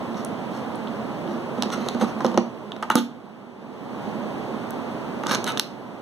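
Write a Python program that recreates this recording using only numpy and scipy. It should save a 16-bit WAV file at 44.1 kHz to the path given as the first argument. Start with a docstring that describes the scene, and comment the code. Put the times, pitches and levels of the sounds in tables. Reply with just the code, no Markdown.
"""Picking small LED bulbs from a plastic bowl

The bowl is dragged and bumped on a wooden table, set down and rummaged in. Each contact mixes a thud
of wood, a ring of plastic and a tick of bulbs; wire ends flick in the fingers. A fan hums in the
small, bare room. A phone close above makes wide stereo and turns everything down after hard clicks."""
import sys
import numpy as np
from scipy import signal
from scipy.fft import rfft, irfft, next_fast_len
from scipy.io import wavfile
from scipy.ndimage import uniform_filter1d, minimum_filter1d

SR = 44100
rng = np.random.default_rng(int(sys.argv[2]) if len(sys.argv) > 2 else 0)


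def transcribe(u):
    """Save the signal u as a 16-bit wav file named by the first command-line argument.

    u: samples, shape (n,) or (channels, n), limited to [-1, 1]; the rate is SR.
    q: integer samples, one column per channel.
    """
    v = np.clip(np.atleast_2d(u).T, -1, 1)
    q = np.round(v * 32767).astype(np.int16)
    wavfile.write(sys.argv[1], SR, q)


N = 265085

# the tones of the struck table and of the bowl's wall: (pitch [Hz], level [dB], time to fade 60 dB [s])
TABLE_TONES = [(120.6, -18, 0.23), (201.4, -7.5, 0.17), (236.6, -5, 0.24), (350.7, -6.5, 0.1),
               (426, -4.5, 0.026), (521, 1.5, 0.031), (637, -5, 0.029), (711, -3, 0.024), (904, 2.5, 0.012)]
WALL_TONES = [(702, 4, 0.019), (895, 9.5, 0.033), (1044, 0.5, 0.038), (1234, 9, 0.031), (1328, 4, 0.029),
              (1465, 5.5, 0.024), (1746, -0.5, 0.013), (1868, -1.5, 0.032), (2310, 9.5, 0.0055),
              (2890, -0.5, 0.023), (3407, -13, 0.0067)]
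# the rim hitting fingernails and table: (time [s], level [dB], wall's pitch under the grip [ratio])
RIM_HITS = [(1.886, -23, 0.866), (2.2058, -17.5, .84), (2.8256, -9.5, 1), (2.9008, 1, 1),
            (2.9106, -14.5, 1.2), (5.2353, -18.5, 0.96), (5.2638, -17.5, 1), (5.311, -13, 1.32),
            (5.476, -16, 1.6)]
MIC_GAP_S = .000403  # sound's travel time between the phone's two microphones


def clicks():
    """Single bulbs snap against the bowl's wall, which answers weakly."""
    # (time [s], level [dB], treble tilt [dB per octave])
    bulb_hits = [(1.623, -11, -8.5), (1.633, -14.5, -12.5), (1.702, -21.5, -12), (1.73, -22, -5),
                 (1.886, -14, -1.5), (2.264, -20, -4.5), (2.383, -17, -11), (2.719, -13, -13.5),
                 (2.764, -20, -13), (2.831, -11.5, -20), (2.9193, -17, -1.5), (5.268, -17.5, -5),
                 (5.294, -19, -8), (5.3175, -16, 7), (5.33, -22, 0), (5.3478, -10, -5), (5.3531, -13, -8),
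                 (5.4423, -15.5, 1), (5.466, -21, -4), (5.477, -23, 4), (5.52, -25, -3),
                 (5.5733, -14.5, -8), (5.579, -23, 0), (5.5956, 2, -2.5)]
    out = np.zeros(N)
    for s, db, tilt_db in bulb_hits:
        add(out, s, blow(table_db=db - 33, wall_db=db - 16.5, tick_db=db, hard_hz=415, tilt_db=tilt_db))
    return out


def clacks():
    """The rim is struck and the wall rings; stronger clacks are brighter."""
    out = np.zeros(N)
    for s, db, tuning in RIM_HITS:
        add(out, s, blow(table_db=db - 10.5, wall_db=db, tick_db=db - 11,
                         hard_hz=298, tilt_db=0.36 * db + 3, tuning=tuning))
    return out


def knocks():
    """The bowl bumps on the table; the harder the bump, the more its wall and the bulbs join in."""
    # (time [s], thud level [dB], hardness as the pitch where the thud starts to weaken [Hz])
    bumps = [(1.627, -19.5, 230), (1.655, -16, 288), (1.776, -17, 277), (1.805, -21, 272),
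             (1.863, -21.5, 650), (1.947, -12.5, 333), (2.012, -13.5, 825), (2.022, -18, 600),
             (2.044, -13, 284), (2.211, -24, 260), (2.2462, -6, 690), (2.254, -10.5, 620),
             (2.316, -20, 550), (2.343, -14.5, 310), (2.375, 4.5, 780)]
    out = np.zeros(N)
    for s, db, hard_hz in bumps:
        passed_db = db + 2.5 * np.log2(hard_hz / 500)
        add(out, s, blow(table_db=db, wall_db=passed_db - 13, tick_db=passed_db - 16.5,
                         hard_hz=hard_hz, tilt_db=-4.5))
    return out


def landing(at_s=2.9546, flight_s=.025):
    """Set down flat, the bowl slaps the table and its base hums while the bulbs jump and settle."""
    # the base's tones: (pitch [Hz], level [dB], time to fade 60 dB [s])
    base_tones = [(239, 1.5, 0.09), (240, 4.5, 0.36), (277, -4.5, 0.34), (484, -7, 0.12), (875, -11, 0.084)]
    t = np.maximum(np.arange(N) / SR - at_s, 0)
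    hum = sum(amp(db - 60 * t / t60) * np.sin(2 * np.pi * hz * t) for hz, db, t60 in base_tones)
    out = cut_bass(hum, low_hz=148)
    add(out, at_s, blow(table_db=-17, wall_db=0.5, tick_db=7, hard_hz=400, tilt_db=3.5))
    impacts = grains(per_second=760, spread_db=2.5)
    spill = tumble(impacts, half_s=0.018, table_db=9, wall_db=-2, tick_db=-2.5)
    add(out, at_s + flight_s - .5, amp(-18.5) * spill)
    return out


def drags():
    """The bowl's foot stutters over the wood, heard mostly through the table."""
    # (loudest time [s], half length [s], level [dB])
    slides = [(1.326, 0.059, -21), (1.591, 0.033, -23.5), (1.83, 0.14, -38), (2.025, 0.017, -16.5),
              (2.103, 0.044, -43), (2.261, 0.0056, -17.5), (5.328, 0.08, -22)]
    out = np.zeros(N)
    for s, half_s, db in slides:
        impacts = grains(per_second=940, spread_db=3)
        add(out, s - .5, amp(db) * tumble(impacts, half_s, table_db=0, wall_db=-24.5, tick_db=-33.5))
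    return out


def rattles(flight_s=0.013, fall_half_s=0.0093):
    """Loose bulbs crunch under the fingers, and hop and fall back after every clack."""
    # (loudest time [s], half length [s], level [dB], wall's pitch under the grip [ratio])
    stirs = [(0.188, 0.029, -49.5, 1), (0.562, 0.048, -52, 1), (1.731, 0.012, -34, .9),
             (1.832, 0.15, -48.5, .9), (2.019, 0.018, -36.5, .92), (2.087, 0.026, -50, .92),
             (2.189, 0.0061, -52, .9), (2.267, 0.044, -51, .95), (5.322, 0.038, -31.5, 1),
             (5.488, 0.025, -34, 1.03)]
    hops = [(s + flight_s, fall_half_s, db - 34, tuning) for s, db, tuning in RIM_HITS]
    out = np.zeros(N)
    for s, half_s, db, tuning in stirs + hops:
        impacts = grains(per_second=2200, spread_db=4.5)
        crunch = tumble(impacts, half_s, table_db=-1.5, wall_db=4, tick_db=0, tuning=tuning)
        add(out, s - .5, amp(db) * crunch)
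    return out


def wire_ticks():
    """Thin wire ends and glass tips flick against each other, each at its own pitch."""
    # (time [s], level [dB], pitch [Hz])
    flicks = [(0.1442, -34, 3780), (.171, -34, 6100), (0.2482, -15, 9000), (0.749, -34.5, 3390),
              (.756, -31, 10300), (0.873, -27.5, 3070), (0.883, -35, 3400), (1.276, -34, 3400),
              (1.6234, -7, 4100), (4.7062, -22.5, 13300)]
    out = np.zeros(N)
    for s, db, pitch_hz in flicks:
        add(out, s, amp(db) * crack(lambda hz: 1 / (1 + ((hz / pitch_hz - 1) / .22) ** 2), t60=0.0012))
    return out


def blow(table_db, wall_db, tick_db, hard_hz, tilt_db, tuning=1):
    """One contact thuds in the table, rings the bowl's wall and ticks the bulbs."""
    out = amp(table_db) * ring(TABLE_TONES, hard_hz) + amp(wall_db) * ring(WALL_TONES, tuning=tuning)
    add(out, 0, amp(tick_db) * crack(lambda hz: bulb_colour(hz, tilt_db), t60=0.0062))
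    return out


def tumble(impacts, half_s, table_db, wall_db, tick_db, tuning=1):
    """A swell of little impacts, loudest after half a second, sounds through table, bowl and bulbs."""
    t = np.arange(SR) / SR - .5
    swell = impacts * np.exp(-(t / half_s) ** 2)
    # such light bulbs hardly stir the bowl's low tones
    wall = cut_bass(ring(WALL_TONES, tuning=tuning), low_hz=1200)
    tick = crack(lambda hz: bulb_colour(hz, tilt_db=-4.5), t60=0.01)
    thud = ring(TABLE_TONES, bright_hz=315)
    return sum(amp(db) * signal.fftconvolve(swell, sound / np.linalg.norm(sound))[:SR]
               for db, sound in [(table_db, thud), (wall_db, wall), (tick_db, tick)])


def grains(per_second, spread_db):
    """One second of random little impacts of uneven size."""
    hits = (rng.random(SR) < per_second / SR) * rng.choice([-1, 1], SR)
    sizes = amp(spread_db * rng.standard_normal(SR).clip(-2, 2))
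    return unit(hits * sizes)


def ring(tones, bright_hz=SR, tuning=1):
    """A struck body's fading tones; a soft blow weakens those above bright_hz, the grip retunes them."""
    t = np.arange(SR // 2) / SR
    hz, db, t60 = np.transpose(tones)[:, :, None]
    strength = amp(db + rng.normal(0, 2, db.shape)) / np.hypot(1, (hz / bright_hz) ** 2)
    pitch = tuning * hz * rng.normal(1, .007, hz.shape)  # no two blows ring quite alike
    waves = strength * amp(-60 * t / t60) * np.sin(2 * np.pi * pitch * t)
    signs = (-1) ** np.arange(len(tones))
    x = cut_bass(signs @ waves, low_hz=139)
    return x / np.abs(x).max()


def crack(colour, t60, rise_s=0.000094):
    """A tiny burst of noise: it rises as the contact builds, then fades by 60 dB in t60 seconds."""
    t = np.arange(SR // 20) / SR
    burst = rng.choice([-1., 1.], len(t)) * amp(-60 * t / t60) * (1 - np.exp(-t / rise_s))
    x = filtered(np.pad(burst, (24, 0)), colour)
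    return x / np.abs(x).max()


def bulb_colour(hz, tilt_db):
    """How strong a bulb's click is at each frequency; harder contacts tilt it to the treble."""
    # (frequency [Hz], level [dB])
    click_spectrum = [(200, -56), (600, -13.5), (1500, -13), (3700, 2), (6200, 2), (8700, -5), (11500, -1),
                      (14000, -9), (16000, -30.5)]
    return amp(along(click_spectrum, hz) + tilt_db * np.log2(np.maximum(hz, 1000) / 1000))


def cut_bass(x, low_hz):
    """Small things give off no deep bass."""
    return signal.sosfilt(signal.butter(3, low_hz, "high", fs=SR, output="sos"), x)


def fan():
    """A steady rush of air with a low hum in it fills the room."""
    # (frequency [Hz], relative level [dB])
    air_spectrum = [(25, -21), (75, -14), (130, -1), (180, -0.5), (222, 6), (290, -2), (500, -7.5),
                    (1000, -13), (1500, -19.5), (2200, -24.5), (3500, -33), (5000, -39.5), (8500, -44.5),
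                    (15000, -49)]
    air = filtered(diffuse(rng.standard_normal((2, N))), lambda hz: amp(along(air_spectrum, hz)))
    return amp(-27) * unit(air)


def room(x, stretches=20, delay_s=0.0037):
    """Bare walls answer each stretch of sound with a new, smooth echo."""
    # how much the walls give back: (frequency [Hz], level [dB])
    echo_levels = [(200, -14.5), (1000, -5.5), (4000, -5.5), (12000, -11)]
    # how long the echo lasts: (frequency [Hz], time to fade 60 dB [s])
    fade_times = [(200, 0.25), (1000, 0.34), (4000, 0.31), (12000, 0.24)]
    reflected = filtered(x, lambda hz: amp(along(echo_levels, hz)))
    out, step = np.zeros((2, N)), N // stretches + 1
    for start in range(0, N, step):
        hz, t, noise = signal.stft(rng.standard_normal((2, SR // 2)), SR, nperseg=256)
        fading = noise * amp(-60 * t / along(fade_times, hz)[:, None])
        tail = diffuse(signal.istft(fading, SR, nperseg=256)[1])
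        tail /= np.linalg.norm(tail[0])
        echo = signal.fftconvolve(reflected[None, start:start + step], tail, axes=1)
        add(out, start / SR + delay_s, echo)
    return out


def diffuse(pair):
    """Sound from all sides is alike at both microphones in the bass, unrelated in the treble."""
    mid, side = filtered(pair, lambda hz: np.sqrt((1 + np.outer([1, -1], np.sinc(2 * hz * MIC_GAP_S))) / 2))
    return np.array([mid + side, mid - side])


def limiter(x, ceiling_db, hold_s, release_db_per_s):
    """Loud peaks pull the volume down at once; it waits, then climbs back."""
    over_db = np.maximum(20 * np.log10(np.abs(x).max(0) + 1e-9) - ceiling_db, 0)
    half = int(hold_s * SR / 2)
    held_db = -minimum_filter1d(-over_db, 2 * half + 1, origin=half, mode="constant")
    climb_db = release_db_per_s * np.arange(N) / SR
    cut_db = np.maximum.accumulate(held_db + climb_db) - climb_db
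    smooth_db = uniform_filter1d(minimum_filter1d(-cut_db, size=221), size=221)
    return x * amp(smooth_db)


def amp(db):
    """Turn decibels into a multiplier."""
    return 10 ** (np.asarray(db) / 20)


def unit(x):
    """Scale a sound to an average power of 1."""
    return x / np.sqrt(np.mean(x ** 2) + 1e-20)


def along(points, hz):
    """Read a curve between its (frequency, value) points, with octaves evenly spaced."""
    frequencies, values = np.transpose(points)
    return np.interp(np.log(hz + 1), np.log(frequencies + 1), values)


def filtered(x, response):
    """Scale and delay each frequency of a sound as response(hz) says."""
    n = x.shape[-1]
    padded = next_fast_len(n + 2 ** 12)
    return irfft(rfft(x, padded) * response(np.fft.rfftfreq(padded, 1 / SR)), padded)[..., :n]


def add(track, s, sound):
    """Mix a sound into a track at s seconds, leaving out what falls outside it."""
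    start = round(s * SR)
    sound = sound[..., max(0, -start):]
    part = track[..., max(0, start):][..., :sound.shape[-1]]
    part += sound[..., :part.shape[-1]]


def scene():
    """Bowl and bulbs, a little nearer the right microphone, with the room's echo and the fan."""
    left_late_s = .00002
    bowl = knocks() + clacks() + drags() + rattles() + landing()
    snaps = clicks() + wire_ticks()
    direct = filtered(bowl + snaps, lambda hz: np.exp(-1j * np.pi * np.outer([1, -1], hz) * left_late_s))
    echo = room(bowl + amp(-4) * snaps)  # snaps point up at the phone and stir the room less
    return direct + echo + fan()


def record(dry):
    """The phone widens the stereo, colours each side, holds down peaks and cuts the highest treble."""
    # each side's colour; the right dips near 2 kHz: (frequency [Hz], level [dB])
    left_tone = [(150, -3.5), (500, -4), (1200, -3), (1900, -1.5), (2600, -1), (5000, -4), (11000, -5)]
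    right_tone = [(150, 2), (500, 0.5), (1300, -0.5), (1900, -7), (2600, 1.5), (5000, 1.5), (11000, -3.5)]
    flip_hz, top_hz = 65, 16100
    # each side subtracts a delayed copy of the other
    wide = dry - 0.72 * filtered(dry[::-1], lambda hz: np.exp(-2j * np.pi * hz * MIC_GAP_S))
    bass_flip = lambda hz: (1j * hz - flip_hz) / (1j * hz + flip_hz)  # turns deep waves upside down
    left = filtered(wide[0], lambda hz: amp(along(left_tone, hz)))
    right = filtered(wide[1], lambda hz: amp(along(right_tone, hz)) * bass_flip(hz))
    limited = limiter(np.array([left, right]), ceiling_db=-1.5, hold_s=0.59, release_db_per_s=22.5)
    return filtered(limited, lambda hz: hz < top_hz)


dry = scene()
out = record(dry)
transcribe(out)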